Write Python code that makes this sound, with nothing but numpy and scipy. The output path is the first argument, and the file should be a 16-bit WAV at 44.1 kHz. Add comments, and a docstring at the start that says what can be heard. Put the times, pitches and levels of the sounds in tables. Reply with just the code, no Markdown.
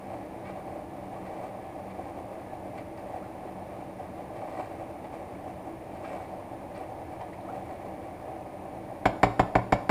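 """Sauced pasta squelches as a fork turns it over in a plastic bowl, over a steady fan and a thin whine.
The pasta sticks and slips along the wall, films of sauce tear, air pockets pop, and the fork nudges
the bowl through the food. At the end the fork is rapped on the rim six times to shake it clean:
the bowl's modes knock, the steel tines tick and the kitchen rings briefly."""
import sys
import numpy as np
from scipy import signal
from scipy.fft import rfft, irfft
from scipy.io import wavfile

SR = 44100
rng = np.random.default_rng(int(sys.argv[2]) if len(sys.argv) > 2 else 0)


def inscribe(sig):
    """Save sig as 16-bit PCM at rate SR to the path in sys.argv[1].

    A 1-D sig is mono; a 2-D sig holds one channel per row.
    Samples are clipped to [-1, 1] before scaling.
    """
    pcm = np.round(np.clip(np.atleast_2d(sig).T, -1, 1) * 32767)
    wavfile.write(sys.argv[1], SR, pcm.astype(np.int16))


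N = 436590


def gain_of(db):
    """Decibels to amplitude."""
    return 10 ** (np.asarray(db) / 20)


def unit_rms(x):
    """Scales to rms 1."""
    return x / np.sqrt(np.mean(x ** 2) + 1e-20)


def unit_peak(x):
    """Scales to peak 1."""
    return x / (abs(x).max() + 1e-20)


def curve_at(points, hz):
    """Interpolates a table on a log-frequency axis."""
    points_hz, values = np.transpose(points)
    return np.interp(np.log(hz + 1), np.log(points_hz + 1), values)


def add(mix, start_s, sound):
    """Adds a sound to the mix in place."""
    part = mix[max(round(start_s * SR), 0):][:len(sound)]
    part += sound[:len(part)]


def coloured(x, spectrum, size=2048):
    """Minimum-phase filter: clicks take the spectrum and keep their sharp start."""
    log_gain = np.log(gain_of(curve_at(spectrum, abs(np.fft.fftfreq(size, 1 / SR)))))
    taps = np.fft.ifft(np.exp(np.conj(signal.hilbert(log_gain)))).real
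    return signal.oaconvolve(x, taps[:size // 2])[:len(x)]


def crackle(per_s, spread_db, size):
    """Random clicks, many small and a few large."""
    heights = gain_of(spread_db * np.minimum(rng.exponential(1, size), 4))
    return heights * rng.choice([-1, 1], size) * (rng.random(size) < per_s / SR)


# Each row: centre in Hz, width in Hz, lift in dB.
CORNER_RESONANCES = [(123, 26, 5), (190.4, 11.6, 13.5), (229, 15, -2.5), (248.4, 12, 6), (291, 32, 7.5),
                     (330.8, 24.7, 11), (595, 29, 8), (757, 110, 2.5), (1242, 8.4, 5), (1720, 25, 7.5)]


def corner_db(hz):
    """The corner under the cupboards resonates and colours diffuse sound."""
    return sum(lift_db / (1 + (2 * (hz - centre_hz) / width_hz) ** 2)
               for centre_hz, width_hz, lift_db in CORNER_RESONANCES)


# Each row: frequency in Hz, relative level in dB.
FAN_SPECTRUM = [(20, -3.5), (45, -11), (85, 0.5), (150, -6), (420, -6), (640, -2), (900, -6.5), (1150, -15),
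                (1400, -22), (2250, -20), (3100, -31.5), (6000, -39.5), (15000, -40.5)]


def fan(rms_db=-41.5):
    """Steady air noise booming in the corner, with a smooth hiss on top."""
    hz = np.fft.rfftfreq(N, 1 / SR)
    shape = gain_of(curve_at(FAN_SPECTRUM, hz) + corner_db(hz))
    air = irfft(rfft(rng.standard_normal(N)) * shape, N)
    return gain_of(rms_db) * unit_rms(air)


# Each row: frequency in Hz, rms level in dB before trim.
WHINE_TONES = [(9270, -91), (9345, -90), (9415, -86), (9491, -78), (9523, -84), (9561, -79), (9636, -86),
               (9706, -89)]


def whine(trim_db=0.5):
    """A high electric tone; its sidebands make it buzz."""
    t = np.arange(N) / SR
    return sum(gain_of(db + trim_db) * np.sqrt(2) * np.sin(2 * np.pi * (hz * t + rng.random()))
               for hz, db in WHINE_TONES)


# Each row: frequency in Hz, T60 in seconds.
KITCHEN_DECAY = [(100, 0.37), (700, 0.6), (2200, 0.36), (6000, 0.67), (14000, 0.67)]


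def kitchen_reverb(x, build_s=0.017, corner_share=0.29):
    """Diffuse room tail, each band dying at its own rate, coloured by the corner."""
    hz, t, bands = signal.stft(rng.standard_normal(SR), SR, nperseg=256)
    fade = np.exp(-np.log(1000) * t / curve_at(KITCHEN_DECAY, hz)[:, None])
    tail = signal.istft(bands * fade, SR)[1][:SR]
    boom = gain_of(corner_share * corner_db(np.fft.rfftfreq(2 * SR, 1 / SR)))
    tail = irfft(rfft(tail, 2 * SR) * boom)[:SR]
    tail *= np.minimum(np.arange(SR) / SR / build_s, 1) ** 2
    return signal.fftconvolve(x, tail / np.linalg.norm(tail))[:len(x)]


# Each row: delay in seconds, gain, low-pass cutoff in Hz.
EARLY_ECHOES = [(.00258, .5, 15000), (.01064, .23, 9000), (.0343, .18, 900)]


def reflected(x):
    """Adds echoes from the wall and cupboards; the far ones come back dull."""
    out = x.copy()
    for delay_s, gain, cutoff_hz in EARLY_ECHOES:
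        pole = np.exp(-2 * np.pi * cutoff_hz / SR)
        add(out, delay_s, gain * signal.lfilter([1 - pole], [1, -pole], x))
    return out


# Each row: start in seconds, peak in dB, nominal pitch in Hz.
AIR_POPS = [(1.158, -48, 1130), (1.406, -49, 1080), (2.782, -49, 2020), (2.78, -57, 4400),
            (2.976, -58, 4700), (3.225, -48, 1350), (5.349, -50, 2240), (6.044, -40, 1280),
            (6.75, -57, 4440), (6.778, -53, 8600), (7.207, -36, 925), (7.331, -44, 2060),
            (7.408, -59, 3900), (7.487, -40, 1325)]


def pops(decay_cycles=9, glide=0.07, size=3000):
    """An air pocket in the sauce rings briefly, rising in pitch as it opens."""
    out, t = np.zeros(N), np.arange(size) / SR
    for start_s, peak_db, hz in AIR_POPS:
        age = hz * t / decay_cycles
        pitch_hz = hz * (1 + glide * (np.minimum(age, 2) - 1))
        bubble = np.sqrt(age) * np.exp(-age) * np.sin(2 * np.pi * np.cumsum(pitch_hz) / SR)
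        add(out, start_s, gain_of(peak_db) * unit_peak(reflected(bubble)))
    return out


# Tearing sauce. Each row: frequency in Hz, relative level in dB.
SQUELCH_SPECTRUM = [(500, -9.5), (1000, 13.5), (1500, 1.5), (2250, 6), (2900, -6), (3600, -11.5),
                    (4600, -13), (6200, -21), (8400, -13.5), (10500, -30), (15000, -36)]
# Each row: start in seconds, peak in dB before the low-pass, length in seconds, tilt in dB per octave.
STICKY_SMACKS = [(.44, -38.5, .085, 1.1), (1.25, -42, .04, 1.1), (1.895, -42, .03, 1.1),
                 (2.772, -37, .025, 4.0), (2.972, -44, .03, 6.0), (4.416, -40, .012, .3),
                 (5.04, -45, .02, 1.5), (6.04, -38, .04, .3), (6.745, -41, .055, 4.0),
                 (6.832, -44, .01, -1.5), (7.205, -38.5, .025, 3.0), (7.33, -46, .015, 4.0)]


def smacks(cutoff_hz=5200, size=8000):
    """Sticky pieces peel apart: short clumps of tearing sauce, too soft for the top treble."""
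    out, t = np.zeros(N), np.arange(size) / SR
    for start_s, peak_db, length_s, tilt_db_per_oct in STICKY_SMACKS:
        spectrum = [(hz, db + tilt_db_per_oct * np.log2(hz / 2000)) for hz, db in SQUELCH_SPECTRUM]
        clump = crackle(per_s=3100, spread_db=2, size=size) * t * np.exp(-3 * t / length_s)
        add(out, start_s, gain_of(peak_db) * unit_peak(reflected(coloured(clump, spectrum))))
    return signal.lfilter(*signal.butter(3, cutoff_hz, fs=SR), out)


def swell(t, centre_s, rise_s, fall_s):
    """A smooth bump, 1 at its centre."""
    return np.exp(-((t - centre_s) / np.where(t < centre_s, rise_s, fall_s)) ** 2)


# Each row: centre in seconds, relative drag and squelch in dB, rise and fall in seconds.
WALL_SWEEPS = [(0.1, -42, -54, .15, .1), (1.38, -36.5, -49.5, 0.2, 0.12), (3.11, -35, -50.5, 0.092, 0.07),
               (4.6, -35, -44.5, 0.19, 0.1), (6.13, -33, -44.5, 0.14, 0.12), (7.62, -37, -50, .17, 0.22)]
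# Each row: centre in seconds, relative drag and squelch in dB.
PASTA_FOLDS = [(0.55, -40, -54), (0.755, -31, -50), (1.42, -36, -53), (2.05, -35, -47), (2.19, -38, -59),
               (2.35, -37, -54), (2.77, -37, -56), (3.52, -37, -55), (3.81, -37, -54), (4.02, -36, -54),
               (4.8, -36, -50), (5.16, -39, -51), (5.47, -39, -55), (6.79, -33, -49), (7.11, -39, -53),
               (8.06, -36, -52)]
# The hand slows to change grip or direction. Each row: centre in seconds, dip in dB.
HAND_RESTS = [(0.3, -4), (0.88, -12), (2.92, -7), (3.92, -14.5), (4.13, -1), (5.83, -14), (6.64, -1.5),
              (7.37, -10), (8.48, -12)]


def fork_effort(t, plough_drag_db=-38.5, plough_squelch_db=-54, drying_db_per_s=-0.4):
    """Drag and squelch gains: the fork ploughs, sweeps the wall once a turn, folds, then lifts out."""
    fold_rise_s, fold_fall_s, rest_s = 0.035, 0.034, 0.055
    lift_start_s, lift_length_s = 9.05, 0.45
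    drag_power = gain_of(plough_drag_db) ** 2
    squelch_power = gain_of(plough_squelch_db + drying_db_per_s * t) ** 2  # pasta takes up loose sauce
    folds = [(*row, fold_rise_s, fold_fall_s) for row in PASTA_FOLDS]
    for centre_s, drag_db, squelch_db, rise_s, fall_s in WALL_SWEEPS + folds:
        push = swell(t, centre_s, rise_s, fall_s)
        drag_power += gain_of(drag_db) ** 2 * push
        squelch_power += gain_of(squelch_db) ** 2 * push
    dip_db = sum(db * swell(t, centre_s, rest_s, rest_s) for centre_s, db in HAND_RESTS)
    in_food = np.interp(t, [lift_start_s, lift_start_s + lift_length_s], [1, 0])
    return np.sqrt([drag_power, squelch_power]) * gain_of(dip_db) * in_food


def tine_grip(lumps_per_s=22):
    """Pieces catch on the tines and let go: an uneven grip, rms 1."""
    grip = np.diff(rng.random(N + 1))
    return unit_rms(np.interp(np.arange(N) / SR * lumps_per_s, np.arange(N), grip))


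# Each row: frequency in Hz, relative level in dB.
DRAG_SPECTRUM = [(100, -42.5), (300, -6.5), (430, -13), (600, 8), (690, -3.5), (770, 2), (900, -10.5),
                 (1100, -16.5), (1400, -42.5), (3000, -47.5)]


def stirring(drag_trim_db=-7.5, squelch_trim_db=-6.5, drag_lump_db=2.0, squelch_lump_db=1.9):
    """Pasta sticks and slips along the wall, and films of sauce tear in a dense wet crackle."""
    t, grip = np.arange(N) / SR, tine_grip()
    drag_gain, squelch_gain = (np.interp(t, t[::64], gain) for gain in fork_effort(t[::64]))
    slips = unit_rms(reflected(coloured(crackle(per_s=700, spread_db=2.0, size=N), DRAG_SPECTRUM)))
    tears = unit_rms(reflected(coloured(crackle(per_s=1800, spread_db=3.5, size=N), SQUELCH_SPECTRUM)))
    drag = slips * drag_gain * gain_of(drag_trim_db + drag_lump_db * grip)
    squelch = tears * squelch_gain * gain_of(squelch_trim_db + squelch_lump_db * grip)
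    return drag + squelch


# Each row: frequency in Hz, relative level in dB, T60 in seconds at damping 1.
BOWL_MODES = [(50, -29.5, 0.2), (114, -26.3, 0.2), (186, -19.5, 0.13), (296, -19.7, 0.065),
              (354, -38.5, 0.09), (408, -27.2, 0.09), (527, -23.7, 0.09), (570, -18.8, 0.09),
              (641, -13.4, 0.05), (730, -16.8, 0.075), (789, -16.3, 0.053), (882, -25.6, 0.075),
              (910, -19.5, 0.075), (999, -11.4, 0.03), (1078, -15.4, 0.025), (1179, -27.3, 0.055),
              (1323, -24.8, 0.055), (1384, -30.0, 0.055), (1416, -23.7, 0.033), (1749, -22.8, 0.055),
              (1979, -33.4, 0.055), (2121, -23.6, 0.055), (2260, -26.7, 0.05), (2378, -33.0, 0.048),
              (2501, -33.6, 0.055), (2629, -37.4, 0.055)]


def bowl_knock(tilt_db_per_oct, damping=1, detune=0.012, size=14000):
    """One blow rings the filled bowl on the counter; a harder blow tilts it brighter."""
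    hz, db, t60_s = np.transpose(BOWL_MODES)[:, :, None]
    t = np.arange(size) / SR
    spot, load = rng.standard_normal((2, len(BOWL_MODES), 1))  # strike point and food shift per blow
    sign = (-1) ** np.arange(len(BOWL_MODES))[:, None]  # opposed neighbours: the ring swells over a few ms
    level_db = db + tilt_db_per_oct * np.log2(hz / 700) + 0.13 * spot
    fade = np.exp(-np.log(1000) * damping * t / t60_s)
    modes = np.sin(2 * np.pi * hz * (1 + detune * load) * t)
    return (sign * gain_of(level_db) * fade * modes).sum(0)


# Each row: time in seconds, peak in dB before trim.
WALL_NUDGES = [(0.14, -28), (0.552, -31), (1.549, -30), (1.668, -30), (1.991, -31), (4.3, -29),
               (4.42, -25.5), (4.482, -28), (4.552, -30), (4.569, -26), (4.597, -20), (6.204, -29),
               (6.395, -31), (6.919, -32), (7.211, -27), (7.386, -31), (7.492, -29), (8.288, -30),
               (8.36, -31)]


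def nudges(trim_db=-2.0, band_hz=(520, 1000), lead_s=0.003):
    """Fork blows cushioned by food: too weak to shake the counter, too soft to tick."""
    out, cushion = np.zeros(N), signal.butter(2, band_hz, "band", fs=SR)
    for time_s, peak_db in WALL_NUDGES:
        knock = signal.lfilter(*cushion, reflected(bowl_knock(tilt_db_per_oct=-4.5)))
        add(out, time_s - lead_s, gain_of(peak_db + trim_db) * unit_peak(knock))
    return out


# Each row: frequency in Hz, relative level in dB.
TICK_SPECTRUM = [(1500, -34), (2700, 4), (3700, 1), (4150, -3), (4500, -1), (5500, -4), (6200, -20.5),
                 (7100, -1.5), (8200, -13.5), (9900, -17.5), (12000, -17.5), (13000, -23), (16000, -30)]
# Each row: start in seconds, knock peak in dB, tilt in dB per octave, tick in dB relative to the knock.
RIM_RAPS = [(9.055, -6, 0.35, -22.5), (9.231, -3.5, 0.1, -22.5), (9.394, -5, -0.5, -23.5),
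            (9.553, -4.5, -0.6, -26.5), (9.723, -5, -0.6, -24), (9.893, -8, -0.5, -23)]


def raps(tick_t60_s=0.086, room_db=-10.0, room_cutoff_hz=6500):
    """Steel on the rim: the bowl's hollow knock and the short bright tick of the tines."""
    out, absorption = np.zeros(N), signal.butter(2, room_cutoff_hz, fs=SR)
    for start_s, peak_db, tilt_db_per_oct, tick_db in RIM_RAPS:
        knock = unit_peak(reflected(bowl_knock(tilt_db_per_oct, damping=1.12, size=20000)))
        t = np.arange(len(knock)) / SR
        burst = rng.standard_normal(len(t)) * np.exp(-np.log(1000) * t / tick_t60_s)
        tick = unit_peak(coloured(burst, TICK_SPECTRUM))
        rap = gain_of(peak_db) * (knock + gain_of(tick_db) * tick)
        tail = signal.lfilter(*absorption, kitchen_reverb(rap))  # arm and bowl move: a new tail per rap
        add(out, start_s, rap + gain_of(room_db) * tail)
    return out


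def scene(room_db=-11.5):
    """The bowl and its food in the kitchen, over the fan and the whine; mono."""
    food = stirring() + nudges() + smacks() + pops()
    return (raps() + food + gain_of(room_db) * kitchen_reverb(food) + fan() + whine())[None]


def record(dry, low_hz=30, high_hz=15550):
    """A small microphone loses the deepest bass; a steep low-pass limits the band."""
    heard = signal.lfilter(*signal.butter(2, low_hz, "high", fs=SR), dry)
    band_limit = signal.firwin(601, high_hz, window=("kaiser", 10), fs=SR)
    return signal.oaconvolve(heard, band_limit[None], "same")


dry = scene()
out = record(dry)
inscribe(out)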